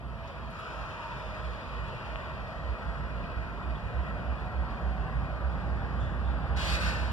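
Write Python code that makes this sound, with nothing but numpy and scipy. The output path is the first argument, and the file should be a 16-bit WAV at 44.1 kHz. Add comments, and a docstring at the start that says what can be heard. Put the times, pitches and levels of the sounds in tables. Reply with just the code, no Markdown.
"""A diesel freight train nears a road crossing in the open, slowly picking up engine speed.
Its cylinders fire unequally, so the exhaust booms in strong and weak throbs over a turbulent rumble.
Wheels roar, rails hiss and ring, a geared blower whines, and flange friction gives a scrape and a squeal.
Near the end compressed air drives a short horn blast, more rush than tone, which the trees scatter back."""
import sys
import numpy as np
from scipy import signal
from scipy.fft import rfft, irfft, next_fast_len
from scipy.io import wavfile
from scipy.ndimage import uniform_filter1d

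SR = 44100
rng = np.random.default_rng(int(sys.argv[2]) if len(sys.argv) > 2 else 0)


def store_wav(level_fs):
    """Save 16-bit WAV to argv[1]."""
    pcm = np.round(np.clip(np.atleast_2d(level_fs), -1, 1) * 32767)
    wavfile.write(sys.argv[1], SR, pcm.T.astype(np.int16))


N = 313992
T = np.arange(N) / SR

# engine speed: t/s, four-stroke cycle rate/Hz
CYCLE_RATE = [(0, 3.165), (.6, 3), (1.3, 2.9), (2, 2.97), (2.7, 3.07), (4.2, 3.37), (6, 3.7), (7.12, 3.83)]


def exhaust(boom_order=17, stack_hz=60, pull=.75, lift_hz_per_db=.8, lead_s=.035, ease_s=.1):
    """Periodic firing excites engine orders; one booms in throbs, drawn towards the stack's resonance."""
    # weaker exhaust lines: multiple of the cycle rate, relative level/dB
    orders = [(13, -10), (15, -10), (19, -12), (21, -11), (24, -10), (28, -13), (32, -11), (36, -13),
              (44, -15)]
    cycle_hz, near = curve(CYCLE_RATE), nearness()
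    order_hz = boom_order * cycle_hz
    swell = np.hypot(gain_of(-.4) * throbs(), gain_of(-10) * near)
    # pitch runs ahead of level, so each throb starts high and sags
    ahead = np.interp(T + lead_s, T, uniform_filter1d(swell, size=int(ease_s * SR)))
    surge_db = 20 * np.log10(ahead / uniform_filter1d(ahead, size=SR))
    boom_hz = order_hz + pull * (stack_hz - order_hz) + lift_hz_per_db * surge_db + 1.5 * drift(5.54)
    boom = swell * np.sin(phase_of(boom_hz))
    lines = sum(gain_of(db) * fuzzy_tone(order * cycle_hz, 1.7) for order, db in orders)
    return boom + gain_of(-5.5) * near * evened(lines)


def throbs():
    """Amplitude modulation by unequal firing: Gaussian swells of the boom add in power."""
    # strong and weak throbs, evening out at speed: t/s, half length/s, relative peak level/dB
    swells = [(0.104, 0.095, -36.5), (0.445, 0.0896, -39), (0.8, 0.073, -40), (1.112, 0.061, -42.5),
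              (1.27, 0.084, -36.5), (1.478, 0.087, -32.5), (1.796, 0.096, -33.5), (2.116, 0.049, -31.5),
              (2.411, 0.037, -34.5), (2.575, 0.022, -36.5), (2.709, 0.044, -27.5), (2.891, 0.034, -29),
              (3.036, 0.053, -31.5), (3.163, 0.075, -31.5), (3.398, 0.043, -27.5), (3.545, 0.058, -36.5),
              (3.705, 0.057, -27.5), (3.874, 0.036, -32), (4.007, 0.047, -27), (4.13, 0.057, -32),
              (4.309, 0.054, -26), (4.434, 0.047, -31), (4.606, 0.053, -24.5), (4.727, 0.023, -29),
              (4.892, 0.058, -25.5), (5.009, 0.039, -29), (5.179, 0.076, -27.5), (5.34, 0.081, -32.5),
              (5.469, 0.055, -25.5), (5.585, 0.051, -31.5), (5.724, 0.063, -26), (5.856, 0.025, -28.5),
              (5.991, 0.097, -26.5), (6.146, .032, -28.5), (6.27, 0.11, -26.5), (6.353, 0.027, -27),
              (6.43, 0.031, -32), (6.536, 0.068, -25), (6.626, 0.053, -30), (6.745, 0.051, -26),
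              (6.888, 0.048, -25.5), (7.043, 0.08, -27)]
    power = sum(gain_of(2 * db) * np.exp(-2 * ((T - s) / length) ** 2) for s, length, db in swells)
    return np.sqrt(power)


def nearness(start_db=-49, db_per_s=1.5067):
    """Spreading loss falls as the train closes in, so the exhaust's gain grows."""
    return gain_of(start_db + db_per_s * T)


def rumble():
    """Turbulence in the exhaust radiates low broadband noise."""
    # spectrum: f/Hz, relative density/dB
    spectrum = [(20, -57), (36, -44), (48, 4), (70, -2.5), (100, -3), (140, -4.5), (200, -8), (300, -18.5),
                (450, -26), (900, -38.5), (3000, -96)]
    # swell about the steady growth: t/s, relative level/dB
    swell = [(0, 1.2), (1, -0.3), (2.9, 0.2), (3.7, 1), (5, -1.3), (5.7, 1), (6.4, 0.5), (7.12, -0.5)]
    return gain_of(3 + curve(swell)) * nearness() * noise(spectrum, patchy_db=1.64)


def rolling(roar_db=-46, db_per_s=.7658, opening_db=-4, opening_s=.19):
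    """Rolling contact vibrates wheel and rail: a roar that opens softly and grows, and a hiss."""
    # wheel roar and rail hiss: f/Hz, relative density/dB
    roar_spectrum = [(100, -25), (300, -6), (400, -5.5), (500, -1), (620, 1), (800, -3.5), (1000, -2.5),
                     (1400, -3.5), (1850, -10), (2150, -15.5), (2600, -28), (4000, -31), (9000, -70)]
    hiss_spectrum = [(700, -13), (950, 8.5), (1350, 3), (1800, 0.5), (2130, -5.5), (2450, 0.5),
                     (2750, -2.5), (3000, -4.5), (3800, -11), (4500, -10.5), (5200, -18), (6000, -23.5),
                     (8000, -29.5), (10000, -34), (14000, -49)]
    # course of the hiss: t/s, relative level/dB
    hiss_level = [(0, -64.5), (.3, -57.5), (.5, -59), (.6, -54.5), (2.1, -54), (2.5, -57), (3.4, -58),
                  (6.4, -59), (7.12, -52.5)]
    approach_db = roar_db + db_per_s * T + opening_db * np.exp(-T / opening_s)
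    roar = gain_of(approach_db) * noise(roar_spectrum, patchy_db=2)
    hiss = gain_of(9 + curve(hiss_level) + .5 * drift(25)) * noise(hiss_spectrum, patchy_db=2)
    return roar + hiss


def horn(jet_growth=1.7, bells_growth=.47, build_s=.25, echo_db=-6):
    """Flow noise in bells that only half speak: the jet brightens with pressure, the low roar lingers."""
    # pushes of air: start t/s, length/s, relative peak pressure/dB
    pushes = [(6.557, 0.2, 2), (6.797, 0.1, -0.3)]
    # rushing air, jet and roar of the bells: f/Hz, relative density/dB
    rush_spectrum = [(200, -51), (600, -11), (1000, -4.5), (1600, 0.5), (2150, -3), (2400, -2), (2750, 0.5),
                     (3050, -7), (3600, -4.5), (3920, -3.5), (4200, -1.5), (4550, -5), (4900, -12),
                     (5400, -13.5), (6000, -18), (8000, -17.5), (10000, -36), (14000, -50)]
    jet_spectrum = [(1500, -15), (3000, -0.5), (4500, 3), (6200, -3), (8000, -11), (10000, -12),
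                    (13000, -19), (14000, -24)]
    bell_spectrum = [(600, -37), (950, -4.5), (1300, -1), (1600, -1), (2000, 1), (2700, -3.5), (3300, -42)]
    # thin partials: f/Hz, relative level/dB
    partials = [(1190, -53), (1556, -59), (1705, -57.5), (2428, -50), (2555, -59), (2777, -59), (2860, -52),
                (2984, -57), (3117, -53), (3521, -57), (3797, -64), (3895, -50), (3957, -53), (4538, -67),
                (5109, -66), (5351, -59), (5642, -66)]
    pressure = np.max([push(*row) for row in pushes], axis=0)
    rush = gain_of(-38 + .6 * drift(40)) * noise(rush_spectrum, patchy_db=3)
    rush[0] += gain_of(-3) * sum(gain_of(db) * fuzzy_tone(hz, 6.2) for hz, db in partials)
    jet = gain_of(-47) * pressure ** jet_growth * noise(jet_spectrum, patchy_db=0)
    build = np.clip((T - pushes[0][0]) / build_s, 0, 1)
    bells = gain_of(-38) * build * pressure ** bells_growth * noise(bell_spectrum, patchy_db=5.5)
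    blast = rush * pressure + jet + bells
    return blast + gain_of(echo_db) * trees(blast)


def push(start, length, db, attack_s=.014, hold_s=.056, swell_db_per_s=34, release_db_per_s=228):
    """A pressure transient: the valve snaps open, pressure builds, holds, then drains exponentially."""
    past_end = T - start - length
    below_db = np.maximum(-swell_db_per_s * (past_end + hold_s), release_db_per_s * past_end).clip(0)
    return np.clip((T - start) / attack_s, 0, 1) * gain_of(db - below_db)


def trees(x, t60_low=1.6, t60_high=1.0, delay_s=.03):
    """Scattering at the wood's edge returns a dense echo whose treble dies first."""
    taps = rng.standard_normal((2, SR)) * (np.arange(SR) > delay_s * SR)
    hz, t, spectra = signal.stft(taps, SR, nperseg=256)
    t60 = read([(1500, t60_low), (12000, t60_high)], hz)[:, None]
    tail = signal.istft(spectra * gain_of(-60 * t / t60), SR, nperseg=256)[1]
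    return signal.fftconvolve(x, tail / np.linalg.norm(tail[0]), axes=1)[:, :N]


def blower(order=215.3):
    """A whine geared to the engine; scattering spreads a varying share of its power into a narrow band."""
    # course of the whine: t/s, level/dB
    level = [(0, -56.5), (.7, -55), (1, -55), (1.35, -49), (1.8, -58), (2.3, -52.5), (2.8, -57), (3.4, -54),
             (4.1, -57), (4.75, -53), (5.3, -56), (6, -55), (6.5, -52.5), (7.12, -50)]
    # scattering: t/s, share of the power
    scatter = [(0, .5), (1.3, .12), (2.5, .25), (4.7, .5), (5.8, .72), (7.12, .55)]
    hz, share = order * curve(CYCLE_RATE), curve(scatter)
    direct = evened(gain_of(drift(6.2)) * np.sin(phase_of(hz + 2.49 * drift(8.6))))
    return gain_of(curve(level)) * (np.sqrt(1 - share) * direct + np.sqrt(share) * fuzzy_tone(hz, 22))


def flanges(start_s=.48, attack_s=.11, hold_s=.27, db=-46.5, fade_db_per_s=13.5):
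    """Sliding friction of flange on rail: a scrape that swells quickly, holds and slowly fades."""
    # scrape: f/Hz, relative density/dB
    spectrum = [(600, -33), (950, -10), (1300, 12), (1550, -1.5), (2100, -16), (2450, 2), (3000, -16),
                (3600, -12), (4200, -22), (5000, -18), (5700, -18.5), (6400, -21), (7300, -24.5),
                (8500, -46), (9600, -30), (10800, -34), (14000, -62)]
    age = T - start_s
    fade_db = fade_db_per_s * np.maximum(age - attack_s - hold_s, 0)
    level = np.clip(age / attack_s, 0, 1) * gain_of(db - fade_db + .78 * drift(28))
    return level * noise(spectrum, patchy_db=3)


def squeal(middle_s=1.07, half_length_s=.15, db=-45.5):
    """Flange friction briefly excites a cluster of close wheel modes."""
    # wheel modes: f/Hz
    modes = [930, 920, 980]
    hoot = evened(sum(fuzzy_tone(hz, width_hz=24) for hz in modes))
    return gain_of(db) * np.exp(-((T - middle_s) / half_length_s) ** 4) * hoot


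def rails(middle_s=3.24, spread_s=3.2):
    """Rail resonances sing ahead of the wheels, swelling and then fading under the roar."""
    # rail modes: f/Hz, width/Hz, level/dB
    modes = [(1319, 18, -56.5), (1531, 14, -62), (1907, 52, -53), (2453, 21, -58), (2562, 16, -68.5)]
    ring = sum(gain_of(db) * fuzzy_tone(hz, width) for hz, width, db in modes)
    return ring * np.exp(-((T - middle_s) / spread_s) ** 2)


def wheel_discs(hz=1540, width_hz=150):
    """A broad resonance of the wheel discs emerges once they are near."""
    # course of the ringing: t/s, level/dB
    level = [(0, -74), (4, -72), (5, -53), (7.12, -54)]
    return gain_of(curve(level)) * fuzzy_tone(hz, width_hz)


def snap(at_s=2.1586, db=-20.5, hz=2100, half_length_s=.00029):
    """A Gaussian pulse only a cycle or two long is heard as one dry snap."""
    age = T - at_s
    return gain_of(db) * np.exp(-(age / half_length_s) ** 2) * np.sin(2 * np.pi * hz * age)


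def ticks(rise_share=.049):
    """Exponentially damped noise bands make faint ticks, scuffs and squeaks; long ones enter softly."""
    # bursts: t/s, level/dB, centre f/Hz, width/octaves, T60/s
    bursts = [(.272, -53, 3720, 0.56, 0.1), (.498, -66.5, 9500, .3, 0.16), (.587, -64.5, 10500, .3, .12),
              (1.882, -54, 7000, 0.32, .012), (3.753, -49.5, 3400, .1, 0.089), (5.79, -59, 3450, .07, 0.25),
              (5.985, -53.5, 3460, 0.075, 0.74), (5.985, -67, 6300, 0.3, .65),
              (6.23, -57.5, 3500, 0.11, 0.97), (6.39, -59.5, 3450, .1, 1)]
    hz, pair = np.fft.rfftfreq(N, 1 / SR), np.zeros((2, N))
    for s, db, centre, octaves, t60 in bursts:
        band = np.exp(-.5 * (np.log2((hz + 1) / centre) / octaves) ** 2)
        age = np.maximum(T - s, 0)
        envelope = np.minimum(age / (rise_share * t60), 1) * gain_of(db - 60 * age / t60)
        pair += irfft(rfft(rng.standard_normal((2, N)) * envelope) * evened(band), N)
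    return pair


def background(db=-77):
    """Broadband noise lies behind everything as a faint steady hiss."""
    # hiss: f/Hz, relative density/dB
    spectrum = [(2000, -5), (5000, -2.5), (9500, 1.5), (14000, -2.5)]
    return gain_of(db) * noise(spectrum, patchy_db=1.5)


def ports(pair, balance, comb_hz, dip, step):
    """Partial coherence: a shared and a diffuse row reach two ports, in and out of phase along a comb."""
    # likeness of left and right: f/Hz, coherence before the comb and the limit of 1
    likeness = [(40, 2.6), (130, 1), (250, 0.35), (370, 0.55), (600, 0.82), (1000, 1.05), (2100, 0.91),
                (4200, 0.86), (7400, 0.67), (12000, 0.7)]
    # phase offset under the comb: f/Hz, left lead/rad
    bass_lead = [(50, 0.99), (130, 0.75), (260, -0.11), (400, -0.4), (800, 0.36), (1100, -0.066)]
    size = next_fast_len(N + 4096)
    shared, diffuse = rfft(pair, size)
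    hz = np.fft.rfftfreq(size, 1 / SR)
    angle = np.pi * np.maximum(hz / comb_hz - 1, 0)
    coherence = np.clip(read(likeness, hz) * (1 - dip * np.sin(angle) ** 2), 0, 1)
    lead = read(bass_lead, hz) + angle - step * np.sin(2 * angle)
    right = (coherence * shared + np.sqrt(1 - coherence ** 2) * diffuse) * np.exp(-1j * lead)
    tilt = gain_of(read(balance, hz) / 2)
    return irfft(np.array([shared * tilt, right / tilt]), size)[:, :N]


def noise(spectrum, patchy_db):
    """Spectral shaping: two uncorrelated noises of one colour share drifting patches of level."""
    frames, hz = N // 512 + 5, np.fft.rfftfreq(2048, 1 / SR)
    a, b, c, d, patches = rng.standard_normal((frames, len(hz), 5)).T
    patches = uniform_filter1d(patches, size=14, axis=1)  # smooth over time
    patches = evened(uniform_filter1d(patches, size=7, axis=0))  # and over frequency
    white = np.array([a + 1j * b, c + 1j * d])
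    shaped = white * gain_of(read(spectrum, hz)[:, None] + patchy_db * patches)
    return evened(signal.istft(shaped, nperseg=2048, noverlap=1536)[1][:, :N])


def fuzzy_tone(hz, width_hz):
    """Random modulation of amplitude and phase broadens a tone into a narrow band."""
    phase = phase_of(hz)
    return evened(drift(width_hz) * np.cos(phase) + drift(width_hz) * np.sin(phase))


def drift(rate_hz):
    """Low-passed noise: a slow fluctuation of rms 1."""
    hz = np.fft.rfftfreq(N, 1 / SR)
    return evened(irfft(rfft(rng.standard_normal(N)) * np.exp(-(hz / rate_hz) ** 2), N))


def phase_of(hz):
    """Phase is the time integral of frequency."""
    return 2 * np.pi * np.cumsum(hz * np.ones(N)) / SR


def gain_of(db):
    """Amplitude ratio of a level in decibels."""
    return 10 ** (np.asarray(db) / 20)


def evened(x):
    """Normalisation to rms 1."""
    return x / np.sqrt(np.mean(x ** 2) + 1e-20)


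def read(points, hz):
    """Interpolation on a log-frequency axis."""
    f, value = np.transpose(points)
    return np.interp(np.log(hz + 1), np.log(f + 1), value)


def curve(points):
    """Linear interpolation over time."""
    return np.interp(T, *np.transpose(points))


def scene():
    """Superposition of train, horn and faint hiss at the left and right ports."""
    # train, and horn standing to the left: f/Hz, left minus right level/dB
    train_balance = [(40, -8), (70, -6), (130, 1), (400, -1), (1000, -0.5), (1400, 3.5), (2200, 0),
                     (3000, 1), (3800, 2), (6000, 0), (12000, 3.5)]
    horn_balance = [(1000, 2.5), (1450, 6.5), (2500, -3), (3100, 3.5), (3900, -4), (4550, 9), (5300, -1),
                    (8000, 3), (10000, 8.5), (13500, 8)]
    train = rumble() + rolling() + flanges() + ticks()
    train[0] += exhaust() + blower() + squeal() + rails() + wheel_discs() + snap()  # the shared row
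    blast = ports(horn(), horn_balance, comb_hz=1053, dip=.58, step=.48)
    return ports(train, train_balance, comb_hz=1060, dip=.47, step=.21) + blast + background()


def record(dry, low_cut_hz=40, high_cut_hz=14200):
    """Band limiting: steep filters remove the deepest bass and the highest treble."""
    hz = np.fft.rfftfreq(N, 1 / SR)
    high_passed = irfft(rfft(dry) / np.sqrt(1 + (low_cut_hz / (hz + 1)) ** 10), N)
    low_pass = signal.firwin(511, high_cut_hz, window=("kaiser", 9), fs=SR)
    return signal.oaconvolve(high_passed, low_pass[None], "same")


dry = scene()
out = record(dry)
store_wav(out)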